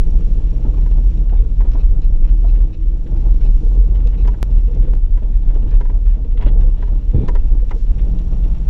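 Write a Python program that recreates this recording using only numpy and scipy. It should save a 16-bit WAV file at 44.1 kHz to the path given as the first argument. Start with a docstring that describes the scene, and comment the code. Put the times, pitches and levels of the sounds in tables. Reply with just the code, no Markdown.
"""An SUV's cabin booms and swells, heard from inside, at a crawl along a rough dirt trail.
Tyres rumble over gravel, the engine hums faintly, undergrowth brushes the doors. Bumps thud and rebound;
one deep rut bottoms the suspension. A loose latch clacks, fittings tick and chatter, cargo crunches and
knocks, trim sticks, slips and creaks. A camera motor whines thinly; a few dry pops sound, one loud."""
import sys
import numpy as np
from scipy import signal
from scipy.fft import rfft, irfft, next_fast_len
from scipy.io import wavfile
from scipy.ndimage import uniform_filter1d, minimum_filter1d

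SR = 44100
rng = np.random.default_rng(int(sys.argv[2]) if len(sys.argv) > 2 else 0)


def to_wav(sig):
    """Store sig (one row per channel, or 1-D mono) as 16-bit WAV at the path in sys.argv[1].

    Samples outside -1..1 are clipped; the rate is SR.
    """
    pcm = np.clip(np.atleast_2d(sig), -1, 1) * 32767
    pcm = np.round(pcm).astype(np.int16)
    wavfile.write(sys.argv[1], SR, pcm.T)  # frames by channels


N = 383229
TIME_S = np.arange(N) / SR

# spectrum of plastic trim and fittings: freq_hz, density_db
PLASTIC_SPECTRUM = [(700, -11.5), (1100, 11.5), (1600, -7), (2000, 3.5), (2300, -3), (2750, 6), (3100, -2),
                    (3500, -1.5)]


def from_db(db):
    """Decibels to gain."""
    return 10 ** (np.asarray(db) / 20)


def unit_rms(x):
    """Scale to unit power."""
    return x / np.sqrt(np.mean(x ** 2) + 1e-20)


def curves(rows):
    """Interpolate rows (time_s, values...) to one curve per value column."""
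    time_s, *columns = np.transpose(rows)
    return [np.interp(TIME_S, time_s, column) for column in columns]


def drift(rate_hz):
    """Slow random wander, rms 1."""
    hop, settle = 40, 2000
    pole = np.exp(-2 * np.pi * rate_hz * hop / SR)
    noise = rng.standard_normal(N // hop + settle + 2)
    slow = signal.lfilter([1], [1, -2 * pole, pole * pole], noise)[settle:]
    return np.interp(np.arange(N) / hop, np.arange(len(slow)), unit_rms(slow))


def coloured(x, spectrum):
    """Shape x by rows (freq_hz, density_db) with 36 dB/octave skirts; rms 1."""
    hz, db = np.transpose(spectrum)
    octave = np.log2(np.maximum(np.arange(N // 2 + 1) * SR / N, 1))
    outside = np.maximum(np.log2(hz[0]) - octave, 0) + np.maximum(octave - np.log2(hz[-1]), 0)
    gain = from_db(np.interp(octave, np.log2(hz), db) - 36 * outside)
    size = next_fast_len(N)
    gain = np.interp(np.arange(size // 2 + 1) / size, np.arange(N // 2 + 1) / N, gain)
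    return unit_rms(irfft(rfft(x, size) * gain, size)[:N])


def evened(x, window_s):
    """Divide by the running rms to flatten swells."""
    power = uniform_filter1d(x ** 2, max(int(window_s * SR), 2))
    return x / np.sqrt(np.maximum(power, 0) + 1e-3)


def grains(per_s, spread_db):
    """Random tiny contacts of uneven size."""
    sizes = from_db(spread_db * np.minimum(rng.exponential(1, N), 4)) * rng.choice([-1, 1], N)
    return sizes * (rng.random(N) < per_s / SR)


def ring(clicks, hz, t60_s):
    """One mode: a unit click starts a decaying sine of height 1."""
    pole = np.exp(-np.log(1000) / (t60_s * SR))
    step_rad = 2 * np.pi * hz / SR
    return signal.lfilter([0, np.sin(step_rad)], [1, -2 * pole * np.cos(step_rad), pole * pole],
                          clicks + 1e-18)


def bursts(starts_s, levels_db, lengths_s, rise_s, decay_s):
    """Envelope of events that rise, hold and decay."""
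    out = np.zeros(N)
    for start_s, db, length_s in zip(starts_s, levels_db, np.broadcast_to(lengths_s, len(starts_s))):
        start = max(int(start_s * SR), 0)
        age_s = TIME_S[:min(SR // 2, N - start)]
        attack = 1 - np.exp(-age_s / rise_s)
        release = np.exp(-np.maximum(age_s - length_s, 0) / decay_s)
        out[start:start + len(age_s)] += from_db(db) * attack * release
    return out


def wavering_sine(hz, wander_hz, rate_hz):
    """Sine with wandering pitch, rms 1."""
    cycles = np.cumsum(hz + wander_hz * drift(rate_hz)) / SR
    return np.sqrt(2) * np.sin(2 * np.pi * (cycles + rng.random()))


def repeated(rows, gap_s, loss_db):
    """Expand rows (start_s, level_db, ..., count) to columns of single, ever weaker blows."""
    blows = [(start_s + k * gap_s, db - k * loss_db, *rest)
             for start_s, db, *rest, count in rows for k in range(int(round(count)))]
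    return np.transpose(sorted(blows))


def rubbed(rows, modes, slips_per_s, rise_s, decay_s, detune):
    """Tiny slips keep a part's modes ringing; each rub detunes them at random."""
    out, span = np.zeros(N), SR // 6
    for start_s, db, length_s in rows:
        slips = rng.choice([-1, 1], span) * (rng.random(span) < slips_per_s / SR)
        shifts = 1 + detune * rng.standard_normal(len(modes))
        tone = sum(from_db(mode_db) * unit_rms(ring(slips, hz * shift, t60_s))
                   for (hz, mode_db, t60_s), shift in zip(modes, shifts))
        rub = slice(int(start_s * SR), int(start_s * SR) + span)
        envelope = bursts([start_s], [db], length_s, rise_s, decay_s)[rub]
        out[rub] += envelope * evened(unit_rms(tone), .012)
    return out


def dulled(x, cutoff_hz):
    """A steep low-pass dulls the treble above the cutoff."""
    return signal.sosfilt(signal.butter(8, cutoff_hz, fs=SR, output="sos"), x + 1e-18)


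def cabin_boom(shake_hz=22.2, boom_db=-1.53, swell_db=-4.5, shake_db=3.5, drum_db=-16.0, throb=.5):
    """The lowest air mode throbs and at times swells louder; the body shakes and the floor drums."""
    # cabin air mode: time_s, pitch_hz
    boom_pitch = [(0.45, 35.08), (0.7, 40.66), (0.9, 37.64), (2.7, 37.08), (3.1, 33.16), (3.27, 39.16),
                  (3.62, 34.95), (3.8, 42.63), (4.4, 42.3), (4.7, 35.99), (6.3, 36.05), (8.69, 39.31)]
    # boom kept up by uneven ground: time_s, level_db
    boom_level = [(0, -14), (0.55, -16), (0.8, -11.5), (1.7, -10), (2.15, -13.5), (2.68, -16.5),
                  (2.77, -22), (2.87, -18.5), (3.1, -18.5), (3.6, -12.5), (3.85, -10), (3.92, -15.5),
                  (3.98, -11.5), (4.1, -6.5), (4.2, -17.5), (4.55, -10.5), (5.8, -11), (6.1, -17.5),
                  (6.9, -14.5), (7.4, -12), (8.05, -13.5), (8.25, -18), (8.69, -13)]
    # body shaking on its springs: time_s, level_db
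    shake_level = [(0.0, -15.5), (0.97, -30.5), (2.25, -12.5), (2.37, -35.5), (3.6, -17.5), (3.75, -30.5),
                   (5.91, -19), (6.02, -43), (6.39, -18.5), (7.07, -29.5), (7.36, -14), (7.96, -23.5),
                   (8.57, -19.5), (8.69, -45)]
    # louder swells of the low boom: start_s, level_db, length_s
    swells = [(0.142, -7.5, 0.039), (0.283, -9, 0.042), (1.205, -19, 0.024), (1.83, -11, 0.054),
              (2.275, -8.5, 0.38), (2.822, -11.5, 0.11), (3.106, -6.5, 0.028), (3.241, -6, 0.079),
              (3.41, -8.5, 0.14), (3.717, -9.5, 0.13), (4.222, -4.5, 0.054), (4.523, -6, 0.03),
              (5.726, -11.5, 0.036), (6.047, -5.5, 0.071), (6.294, -12, 0.085), (6.435, -9.5, 0.27),
              (6.884, -12, 0.052), (8.38, -18, 0.055)]
    # drumming floor: freq_hz, density_db
    floor_spectrum = [(44, -5.5), (52, 13.5), (64, -10), (80, -3.5), (88, -26)]
    pitch_hz, = curves(boom_pitch)
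    ground_db, = curves(boom_level)
    body_db, = curves(shake_level)
    start_s, level_db, length_s = np.transpose(swells)
    envelope = from_db(ground_db + boom_db) * (1 + throb * evened(drift(17.2), 0.43))
    envelope += bursts(start_s, level_db + swell_db, length_s, rise_s=0.011, decay_s=.02)
    air = envelope * wavering_sine(pitch_hz, wander_hz=2.357, rate_hz=15.38)
    body = from_db(body_db + shake_db) * wavering_sine(shake_hz, wander_hz=2.305, rate_hz=6.36)
    drumming = evened(coloured(rng.standard_normal(N), floor_spectrum), 0.05)
    return air + body + np.sqrt(np.abs(envelope)) * from_db(drum_db) * drumming


def tyres(lumps_hz=5.2, lump_db=2.5, roar_db=-39.5, roar_follow=0.72, tick_db=-63.5, tick_follow=0.76):
    """Lumps lift rumble, tread roar, gravel and the ticking of fittings together, over a smooth hiss."""
    # ground under the tyres: time_s, rumble_db, gravel_db
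    trail = [(0, -27, -54), (0.4, -33, -55), (0.7, -30, -51.5), (1.2, -30.5, -54), (2.05, -35.5, -56.5),
             (2.45, -34, -54), (2.8, -35.5, -58), (3.3, -29.5, -52), (3.8, -32, -52.5), (4.1, -31.5, -51),
             (4.55, -34, -53.5), (4.93, -25.5, -50.5), (5.0, -39.5, -59), (5.4, -34, -57),
             (5.6, -28.5, -51), (5.95, -35.5, -52.5), (6.28, -34.5, -53.5), (6.5, -30, -51.5),
             (6.95, -34, -53.5), (7.3, -30.5, -49.5), (7.85, -36, -57), (8.05, -30.5, -50.5),
             (8.69, -33, -50.5)]
    # fine grit and cabin air: time_s, level_db
    hiss_level = [(0.0, -59.5), (0.4, -59), (1.15, -60.5), (1.35, -64), (1.75, -59.5), (2.1, -65),
                  (2.44, -60), (2.78, -65.5), (3.3, -59.5), (3.88, -63), (4.11, -62), (4.85, -63),
                  (5.05, -65.5), (5.7, -62), (6.2, -65), (7.15, -61.5), (7.55, -62), (8.05, -60),
                  (8.69, -59.5)]
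    # tyre rumble: freq_hz, density_db
    rumble_spectrum = [(76, -10), (86, 0), (100, 3), (126, -1), (138, -2), (152, -3.5), (178, -13),
                       (220, -31)]
    # tread roar: freq_hz, density_db
    roar_spectrum = [(140, -24.5), (185, 3.5), (220, 0), (280, -1.5), (320, -1.5), (350, -8.5), (480, -8),
                     (560, -17), (660, -26.5)]
    # crunching gravel: freq_hz, density_db
    gravel_spectrum = [(500, -1.5), (640, 5), (720, -1), (870, 2), (1000, -7.5), (1200, -10.5), (1500, -17)]
    # grit and air hiss: freq_hz, density_db
    hiss_spectrum = [(1000, -1.5), (1400, -2), (2100, -5), (2350, -3), (2750, -3.5), (3200, -4.5),
                     (3900, -7), (4700, -11), (6500, -14.5), (9000, -20.5), (15000, -32.5)]
    rumble_db, gravel_db = curves(trail) + lump_db * evened(drift(lumps_hz), 0.1)
    tread_db = roar_db + roar_follow * (rumble_db - rumble_db.mean())
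    fittings_db = tick_db + tick_follow * (gravel_db - gravel_db.mean())
    hiss_db, = curves(hiss_level)
    rumble = from_db(rumble_db - 1) * evened(coloured(rng.standard_normal(N), rumble_spectrum), 0.034)
    roar = from_db(tread_db) * evened(coloured(grains(350, 2.6), roar_spectrum), 0.11)
    gravel = from_db(gravel_db - 1 + 2 * drift(7.2)) * coloured(grains(1200, 2.5), gravel_spectrum)
    tick_pole = np.exp(-1 / (.012 * SR))
    tick_envelope = signal.lfilter([1], [1, -tick_pole], np.abs(grains(40, .8)) + 1e-18)
    fittings = from_db(fittings_db) * tick_envelope * coloured(grains(1700, 2.6), PLASTIC_SPECTRUM)
    hiss = from_db(hiss_db) * coloured(rng.standard_normal(N), hiss_spectrum)
    return rumble + roar + gravel + fittings + hiss


def engine(low_flutter=0.17, high_flutter=.4, waver=0.004):
    """The hum's main note and neighbouring tones pass the bulkhead; the upper two flutter more."""
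    # engine hum, main note: time_s, pitch_hz, note_db, octave_db
    hum = [(0, 170, -34, -48), (0.4, 168, -40, -48), (0.9, 154, -34, -47), (1.2, 156, -39, -39.5),
           (1.45, 156, -42, -52), (2.0, 150, -40, -52), (2.4, 156, -42, -42.5), (3.25, 168, -42, -41),
           (3.6, 177, -44, -49), (4.4, 182, -46, -54), (5.4, 150, -48, -55), (7.85, 181, -47, -53),
           (8.1, 177, -32.5, -51), (8.45, 173, -31.5, -50), (8.69, 169, -32, -48)]
    pitch_hz, note_db, octave_db = curves(hum)
    phase_rad = 2 * np.pi * np.cumsum(pitch_hz * (1 + waver * drift(8.5))) / SR
    note, octave = from_db(note_db), from_db(octave_db)
    tones = [(.75, .65 * note, low_flutter), (1, note, low_flutter),
             (1.5, .3 * octave, high_flutter), (2, octave, high_flutter)]
    return sum(gain * (1 + flutter * drift(30)) * np.sin(ratio * phase_rad)
               for ratio, gain, flutter in tones)


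def camera_motor(buzz_hz=5640, buzz_db=-66.2, buzz_follow=1.2, octave_db=-17.0,
                 pulse_hz=29.97, first_s=.0088, width_s=.0046, rough_rad=.65):
    """Thin motor tones and a faint, rough buzz in regular pulses, each at a new phase."""
    # motor tones: pitch_hz, level_db
    partials = [(7103, -80), (10630, -96), (11838, -89.5), (14206, -95.5)]
    # swell of the whine: time_s, gain_db
    swell = [(0, 3), (0.6, 2.5), (1.05, 3), (1.35, -1), (1.75, 2.3), (1.97, -1.5), (2.35, 1.3),
             (2.72, -2.3), (3.3, 2.7), (3.85, -1.8), (4.15, -.5), (4.85, 0), (5.08, -5), (5.7, -2.2),
             (6.25, -4), (6.65, -2.7), (7.1, -.5), (7.6, -.5), (8.05, 3.3), (8.69, 3.7)]
    swell_db, = curves(swell)
    tones = sum(from_db(db) * wavering_sine(hz, wander_hz=1.4, rate_hz=2.7) for hz, db in partials)
    pulse, position = np.divmod((TIME_S - first_s) * pulse_hz + .5, 1)
    offset_cycles = rng.random(int(pulse[-1]) + 1)[pulse.astype(int)]
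    phase_rad = 2 * np.pi * (buzz_hz * TIME_S + offset_cycles) + rough_rad * drift(150)
    envelope = np.exp(-((position - .5) / pulse_hz / width_s) ** 2)
    buzz = np.sqrt(2) * envelope * (np.sin(phase_rad) + from_db(octave_db) * np.sin(2 * phase_rad))
    return from_db(swell_db) * tones + from_db(buzz_follow * swell_db + buzz_db + 1.5 * drift(10)) * buzz


def undergrowth():
    """Leaves and twigs slide softly along the doors."""
    # brushes: start_s, level_db, length_s
    swishes = [(0.082, -70, 0.32), (1.08, -68, 0.12), (3.412, -65.5, 0.35), (7.728, -63, 0.094)]
    # sliding leaves: freq_hz, density_db
    leaf_spectrum = [(2500, -3), (4200, -4), (6000, -2), (7500, -8.5), (10000, -21)]
    envelope = bursts(*np.transpose(swishes), rise_s=0.0096, decay_s=0.026)
    return envelope * coloured(grains(7700, 2.4), leaf_spectrum)


def suspension(thud_gain_db=-8.5, rebound_s=0.032, rebound_db=-13.5):
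    """Each bump gives a dull thud and a short body clatter; the wheel lands again, weaker."""
    # hits on ruts and roots: start_s, thud_db, clatter_db
    hits = [(0.647, -18.5, -42.5), (0.735, -29, -45), (0.775, -30, -48), (1.321, -27, -39.5),
            (1.481, -41, -61.5), (1.603, -31, -43), (1.647, -24, -45), (1.747, -23, -38.5),
            (2.44, -25, -43), (3.45, -34, -46), (4.248, -28, -44), (4.88, -26, -55), (5.219, -26.5, -46),
            (5.5, -33, -44.5), (5.556, -24.5, -43.5), (6.396, -26.5, -41), (5.731, -38.5, -45.5),
            (6.461, -17.5, -41.5), (6.919, -32, -45.5), (7.281, -24, -50), (7.712, -33, -42.5)]
    # thud: freq_hz, density_db
    thud_spectrum = [(60, -9.5), (105, -1.5), (180, 6.5), (270, 5), (340, -1.5), (480, 0.5), (600, -13.5),
                     (800, -35)]
    # body clatter: freq_hz, density_db
    clatter_spectrum = [(400, -39), (570, 3.5), (700, 3.5), (880, 2.5), (1300, -12.5), (2000, -23),
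                        (4000, -33)]
    rebounds = np.array(hits) + [rebound_s, rebound_db, rebound_db]
    start_s, thud_db, clatter_db = np.vstack([hits, rebounds]).T
    thud = bursts(start_s, thud_db + thud_gain_db, 0.0078, rise_s=0.0011, decay_s=0.02)
    thud *= evened(coloured(rng.standard_normal(N), thud_spectrum), 0.0084)
    clatter = bursts(start_s, clatter_db, 0.0088, rise_s=0.0025, decay_s=0.018)
    clatter *= evened(coloured(grains(2000, 0.54), clatter_spectrum), 0.0032)
    return thud + clatter


def latch(ring_db=-6.5, clack_db=-10.0, jangle_db=-16.0, edge_db=0.5, scatter_db=2.0,
          second_s=0.00599, second_loss_db=6.5, echo_s=.00812, echo_db=-12.5):
    """A loose latch lands with a sharp edge, clacks, jangles and rings; the cabin returns one echo."""
    # landings: start_s, level_db, brightness_db
    landings = [(0.652, -51, -28), (0.861, -38.5, -20.5), (1.607, -33, -28), (1.648, -47, -23),
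                (1.752, -46, -26), (4.277, -29, -18.5), (4.339, -38, -32), (5.175, -36, -32),
                (5.809, -31, -24.5), (5.853, -39.5, -29), (5.897, -36, -28), (6.424, -32, -23),
                (6.825, -32, -29), (6.880, -43.5, -26), (7.284, -24.5, -21), (7.353, -28, -21.5),
                (7.710, -26.5, -25.5)]
    # latch modes: pitch_hz, level_db, t60_s
    modes = [(330.6, -2.5, 0.11), (413, 4, 0.14), (526, 3, 0.056), (670, -6.5, 0.05), (821, -4, 0.074),
             (968, 3, 0.07)]
    # clack: freq_hz, density_db
    clack_spectrum = [(300, -0.5), (450, 1), (700, -2.5), (960, 10.5), (1080, -3), (1600, 1), (2000, -1),
                      (2500, -14.5), (3100, -14.5), (3600, -26)]
    # modes of its small parts: pitch_hz, level_db, t60_s
    jangle_modes = [(1200, -6.5, .012), (1420, 1, .02), (1640, 1, 0.023), (1870, 0, .025), (2130, -3, .02),
                    (2860, -10, .015)]
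    # contact edge: freq_hz, density_db
    edge_spectrum = [(2200, -5), (3000, 3), (4000, -3.5), (5100, -3), (6000, -6), (7000, -9), (8000, -17.5),
                     (10000, -39.5)]
    start_s, level_db, brightness_db = np.transpose(landings)
    ringing = np.zeros(N)
    for hz, mode_db, t60_s in modes:
        blows = np.zeros(N)
        # two contacts, scattered in time and strength per mode
        for delay_s, loss_db in ((0, 0), (second_s, second_loss_db)):
            jitter_ms, strength = rng.standard_normal((len(start_s), 2)).T
            starts = ((start_s + delay_s + .001 * jitter_ms) * SR).astype(int)
            blows[starts] += from_db(level_db - loss_db + scatter_db * np.tanh(strength))
        ringing += from_db(mode_db + ring_db) * ring(blows, hz, t60_s)
    clack = bursts(start_s - .003, level_db + clack_db, 0.011, rise_s=0.002, decay_s=.0055)
    clack *= evened(coloured(grains(3000, 1.1), clack_spectrum), 0.02)
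    rubs = [(at_s, db + jangle_db, second_s) for at_s, db in zip(start_s, level_db)]
    jangle = rubbed(rubs, jangle_modes, slips_per_s=2000, rise_s=.001, decay_s=.007, detune=.04)
    edge = bursts(start_s - .004, level_db + brightness_db + edge_db, 0.0068, rise_s=.0006, decay_s=.006)
    edge *= evened(coloured(grains(6600, 2.2), edge_spectrum), 0.014)
    direct = ringing + clack + jangle
    echo = from_db(echo_db) * np.pad(direct, (int(echo_s * SR), 0))[:N]
    return direct + echo + edge


def fittings_chatter(gain_db=-1.5):
    """Loose fittings buzz in runs of small contacts, each run at its own pitches."""
    # runs on rough ground: start_s, level_db, length_s
    runs = [(0.765, -56, .02), (0.812, -55.5, .02), (1.09, -59, .03), (1.372, -62, .012),
            (2.283, -63, .025), (3.84, -56, .008), (4.14, -54, .012), (4.672, -57, .012), (5.12, -59, .014),
            (5.188, -61, .01), (5.224, -55, 0.011), (5.275, -62, .02), (5.328, -58, .04),
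            (5.422, -60, .014), (5.668, -55.5, .03), (5.745, -50.5, 0.014), (6.765, -58.5, 0.11),
            (7.14, -55.5, 0.13), (7.425, -62, 0.056), (7.585, -57, .015)]
    # fitting modes: pitch_hz, level_db, t60_s
    modes = [(1850, 0.5, .01), (2350, -1.5, .008), (2600, 0, .012), (3250, -2.5, .01), (3830, -6.5, .01)]
    buzz = rubbed(runs, modes, slips_per_s=600, rise_s=.004, decay_s=.007, detune=.05)
    return from_db(gain_db) * dulled(buzz, cutoff_hz=4600)


def plastic_taps():
    """Hard plastic parts meet in short bright ticks."""
    # taps: start_s, level_db, length_s
    taps = [(1.174, -55, 0.0022), (2.017, -54, .003), (2.622, -52.5, .001), (4.071, -44.5, 0.0038),
            (4.506, -57, 0.0042), (4.582, -57, 0.00097), (4.747, -54, .004), (5.545, -56, 0.0019),
            (5.571, -56, .001), (5.708, -52, .002), (6.881, -57, 0.0019), (7.694, -47.5, .002),
            (8.187, -51, .003)]
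    # plastic modes: pitch_hz, level_db, t60_s
    modes = [(2800, 0.5, .005), (3740, 0.5, .006), (5100, -4, .004), (6160, -11, .004)]
    ticks = rubbed(taps, modes, slips_per_s=5000, rise_s=.0003, decay_s=.003, detune=.05)
    return dulled(ticks, cutoff_hz=7800)


def cargo_crunch(gain_db=1.5):
    """Loose cargo grinds against itself and stops short."""
    # cargo shifts: start_s, level_db, length_s
    shifts = [(1.293, -50, 0.007), (2.824, -57, .008), (3.062, -53, .01), (4.0, -53.5, 0.0098),
              (4.247, -47, 0.006), (5.545, -55, .015), (6.371, -46, 0.0082), (6.407, -47, 0.029),
              (6.457, -45.5, 0.035), (7.1, -58, .015), (7.988, -53, 0.008), (8.186, -52, 0.0051)]
    # cargo modes: pitch_hz, level_db, t60_s
    modes = [(1280, -1.5, 0.006), (1680, 1, 0.0058), (2040, 3.5, 0.0076), (2790, 5.5, 0.0055),
             (3300, -2.5, 0.018), (3670, -9.5, 0.012), (4200, -12.5, .02)]
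    crunch = rubbed(shifts, modes, slips_per_s=1500, rise_s=.0015, decay_s=.007, detune=.015)
    return from_db(gain_db) * dulled(crunch, cutoff_hz=4200)


def trim_chafe(panel_db=-7.5, top_gain_db=6.0, ring_db=3.0, t60_s=0.021):
    """Plastic panels stick and slip in dry bursts; each spot rings at its own pitches."""
    # chafing spots: start_s, level_db, top_relative_db, burst_count
    chafes = [(1.33, -54, -22, 2), (1.713, -54, -9, 1), (2.235, -51.5, -19, 2), (2.545, -52, -20, 1),
              (3.155, -58.5, -11, 2), (3.408, -52, -17, 1), (3.945, -51.5, -16, 1), (4.08, -57, -14, 1),
              (4.126, -51.5, -30.5, 1), (4.54, -58, -15, 2), (4.752, -60, -17, 1), (4.823, -52, -31, 2),
              (5.487, -53, -21, 1), (5.708, -48.5, -26, 1), (6.054, -54, -18, 3), (6.605, -51, -16.5, 1),
              (7.98, -52, -20, 1)]
    # upper band of the chafing: freq_hz, density_db
    top_spectrum = [(2400, -6), (2750, -8.5), (3200, -12.5), (3650, -6), (4050, -1.5), (4500, -11.5),
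                    (5300, -3.5), (6100, -9), (7500, -23.5)]
    start_s, level_db, top_db = repeated(chafes, gap_s=.041, loss_db=2)
    length_s = 0.023
    slips = grains(600, 2.5)
    spot = np.searchsorted(start_s, TIME_S) - 1
    pitches_hz = np.geomspace(1600, 3650, num=12)
    excited = rng.random((len(start_s), len(pitches_hz))) < .4
    ringing = sum(ring(slips * excited[spot, k], hz, t60_s) for k, hz in enumerate(pitches_hz))
    chafe = evened(coloured(slips, PLASTIC_SPECTRUM), 0.044)
    chafe += from_db(ring_db) * evened(unit_rms(ringing), 0.023)
    panel = bursts(start_s, level_db + panel_db, length_s, rise_s=.001, decay_s=.013) * chafe
    top = bursts(start_s, level_db + top_db + top_gain_db, length_s, rise_s=.001, decay_s=.018)
    top *= evened(coloured(slips, top_spectrum), .02)
    return panel + top


def hollow_knocks(gain_db=-4.5, detune=0.045, peak_s=.009):
    """Something loose in the back bounces softly on a hollow panel, which rings briefly."""
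    # knocks: start_s, level_db, pitch_hz, bounce_count
    knocks = [(1.395, -30.5, 469, 3), (2.44, -30.5, 644, 1), (3.63, -29, 456, 2), (3.803, -31.5, 471.3, 2),
              (4.054, -28, 467, 1), (4.175, -30.5, 466.7, 1), (4.676, -28.5, 473, 4),
              (4.822, -32.5, 481, 3), (6.163, -36.5, 458.1, 1), (6.246, -30, 469, 1), (6.347, -35, 460, 2),
              (6.459, -23.5, 565, 1), (6.552, -29, 450, 1), (6.637, -28.5, 459, 2),
              (7.622, -29.5, 472.8, 1), (7.757, -28, 455.5, 1)]
    out = np.zeros(N)
    age_s = TIME_S[:SR // 12]
    envelope = (age_s / peak_s) ** 2 * np.exp(2 - 2 * age_s / peak_s)
    for start_s, level_db, pitch_hz in repeated(knocks, gap_s=0.029, loss_db=1.5).T:
        start = int(start_s * SR)
        tone = np.sin(2 * np.pi * pitch_hz * (1 + detune * rng.standard_normal()) * age_s)
        out[start:start + len(age_s)] += from_db(level_db + gain_db) * envelope * tone
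    return out


def joint_creaks():
    """A tight panel joint sticks and slips, singing briefly."""
    # creaks: start_s, level_db, length_s
    creaks = [(1.785, -54, 0.032), (2.017, -56, 0.033), (2.478, -53.5, 0.024), (2.724, -54, 0.024),
              (3.44, -52.5, 0.031), (4.172, -55.5, 0.051)]
    # panel modes: pitch_hz, level_db, t60_s
    modes = [(2630, -2.5, 0.022), (2950, -7.5, .012), (3900, -4.5, 0.0084), (5070, -16, .008)]
    song = rubbed(creaks, modes, slips_per_s=900, rise_s=.005, decay_s=.008, detune=.01)
    return dulled(song, cutoff_hz=7100)


def pops():
    """The signal jumps and settles: one loud pop and some small crackles."""
    # dry pops: start_s, height, decay_s, cutoff_hz
    jumps = [(1.836, -0.05, 0.0005, 1900), (2.607, -0.036, 0.00099, 2490), (4.429, -0.35, 0.0025, 15000),
             (4.9366, -0.13, 0.0017, 1290), (4.953, 0.037, 0.00028, 4900)]
    out = np.zeros(N)
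    for start_s, height, decay_s, cutoff_hz in jumps:
        jump = height * (TIME_S >= start_s) * np.exp(-np.abs(TIME_S - start_s) / decay_s)
        pole = np.exp(-2 * np.pi * cutoff_hz / SR)
        out += signal.lfilter([1 - pole], [1, -pole], jump + 1e-18)
    return out


def bottoming(contact_hz=260):
    """Rubber bump stops set the floor pan ringing while the body grinds through a deep rut."""
    # bump stop contacts: start_s, level_db
    jolts = [(7.140, -10), (7.155, -11), (7.218, -24)]
    # floor pan modes: pitch_hz, level_db, t60_s
    modes = [(73.4, 4.5, 0.13), (111.44, 3.5, 0.14), (186, -6, 0.059), (276, -9.5, 0.087), (322, -10, .12)]
    # grind through the rut: start_s, level_db, length_s
    rut = [(7.13, -21.5, 0.11)]
    # its dull roll: freq_hz, density_db
    roll_spectrum = [(80, -3), (112, 8.5), (145, 1), (180, 10), (225, -4), (325, 0), (400, -8.5), (480, -7),
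                     (560, -20), (700, -25.5), (900, -28), (1200, -39)]
    start_s, level_db = np.transpose(jolts)
    blows = np.zeros(N)
    blows[(start_s * SR).astype(int)] = from_db(level_db)
    push = signal.sosfilt(signal.butter(2, contact_hz, fs=SR, output="sos"), blows + 1e-18)
    floor_pan = sum((-1) ** k * from_db(mode_db) * ring(push, hz, t60_s)
                    for k, (hz, mode_db, t60_s) in enumerate(modes))
    roll = bursts(*np.transpose(rut), rise_s=0.0063, decay_s=0.016)
    roll *= evened(coloured(rng.standard_normal(N), roll_spectrum), 0.035)
    return floor_pan + roll


def scene():
    """Mono mix at the front seat."""
    bumps = suspension() + bottoming() + hollow_knocks()
    rattles = latch() + trim_chafe() + plastic_taps() + fittings_chatter() + joint_creaks() + cargo_crunch()
    driving = cabin_boom() + tyres() + engine() + undergrowth()
    return (bumps + rattles + driving + camera_motor() + pops())[None]


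def record(dry, ceiling=.89, stopband_hz=16800):
    """A smooth limiter holds down the biggest peaks; a steep low-pass cuts the top."""
    window = SR // 25
    needed_gain = np.minimum(1, ceiling / (np.abs(dry) + 1e-9))
    gain = uniform_filter1d(minimum_filter1d(needed_gain, window), window)
    return signal.sosfilt(signal.cheby2(12, 70, stopband_hz, fs=SR, output="sos"), dry * gain)


dry = scene()
out = record(dry)
to_wav(out)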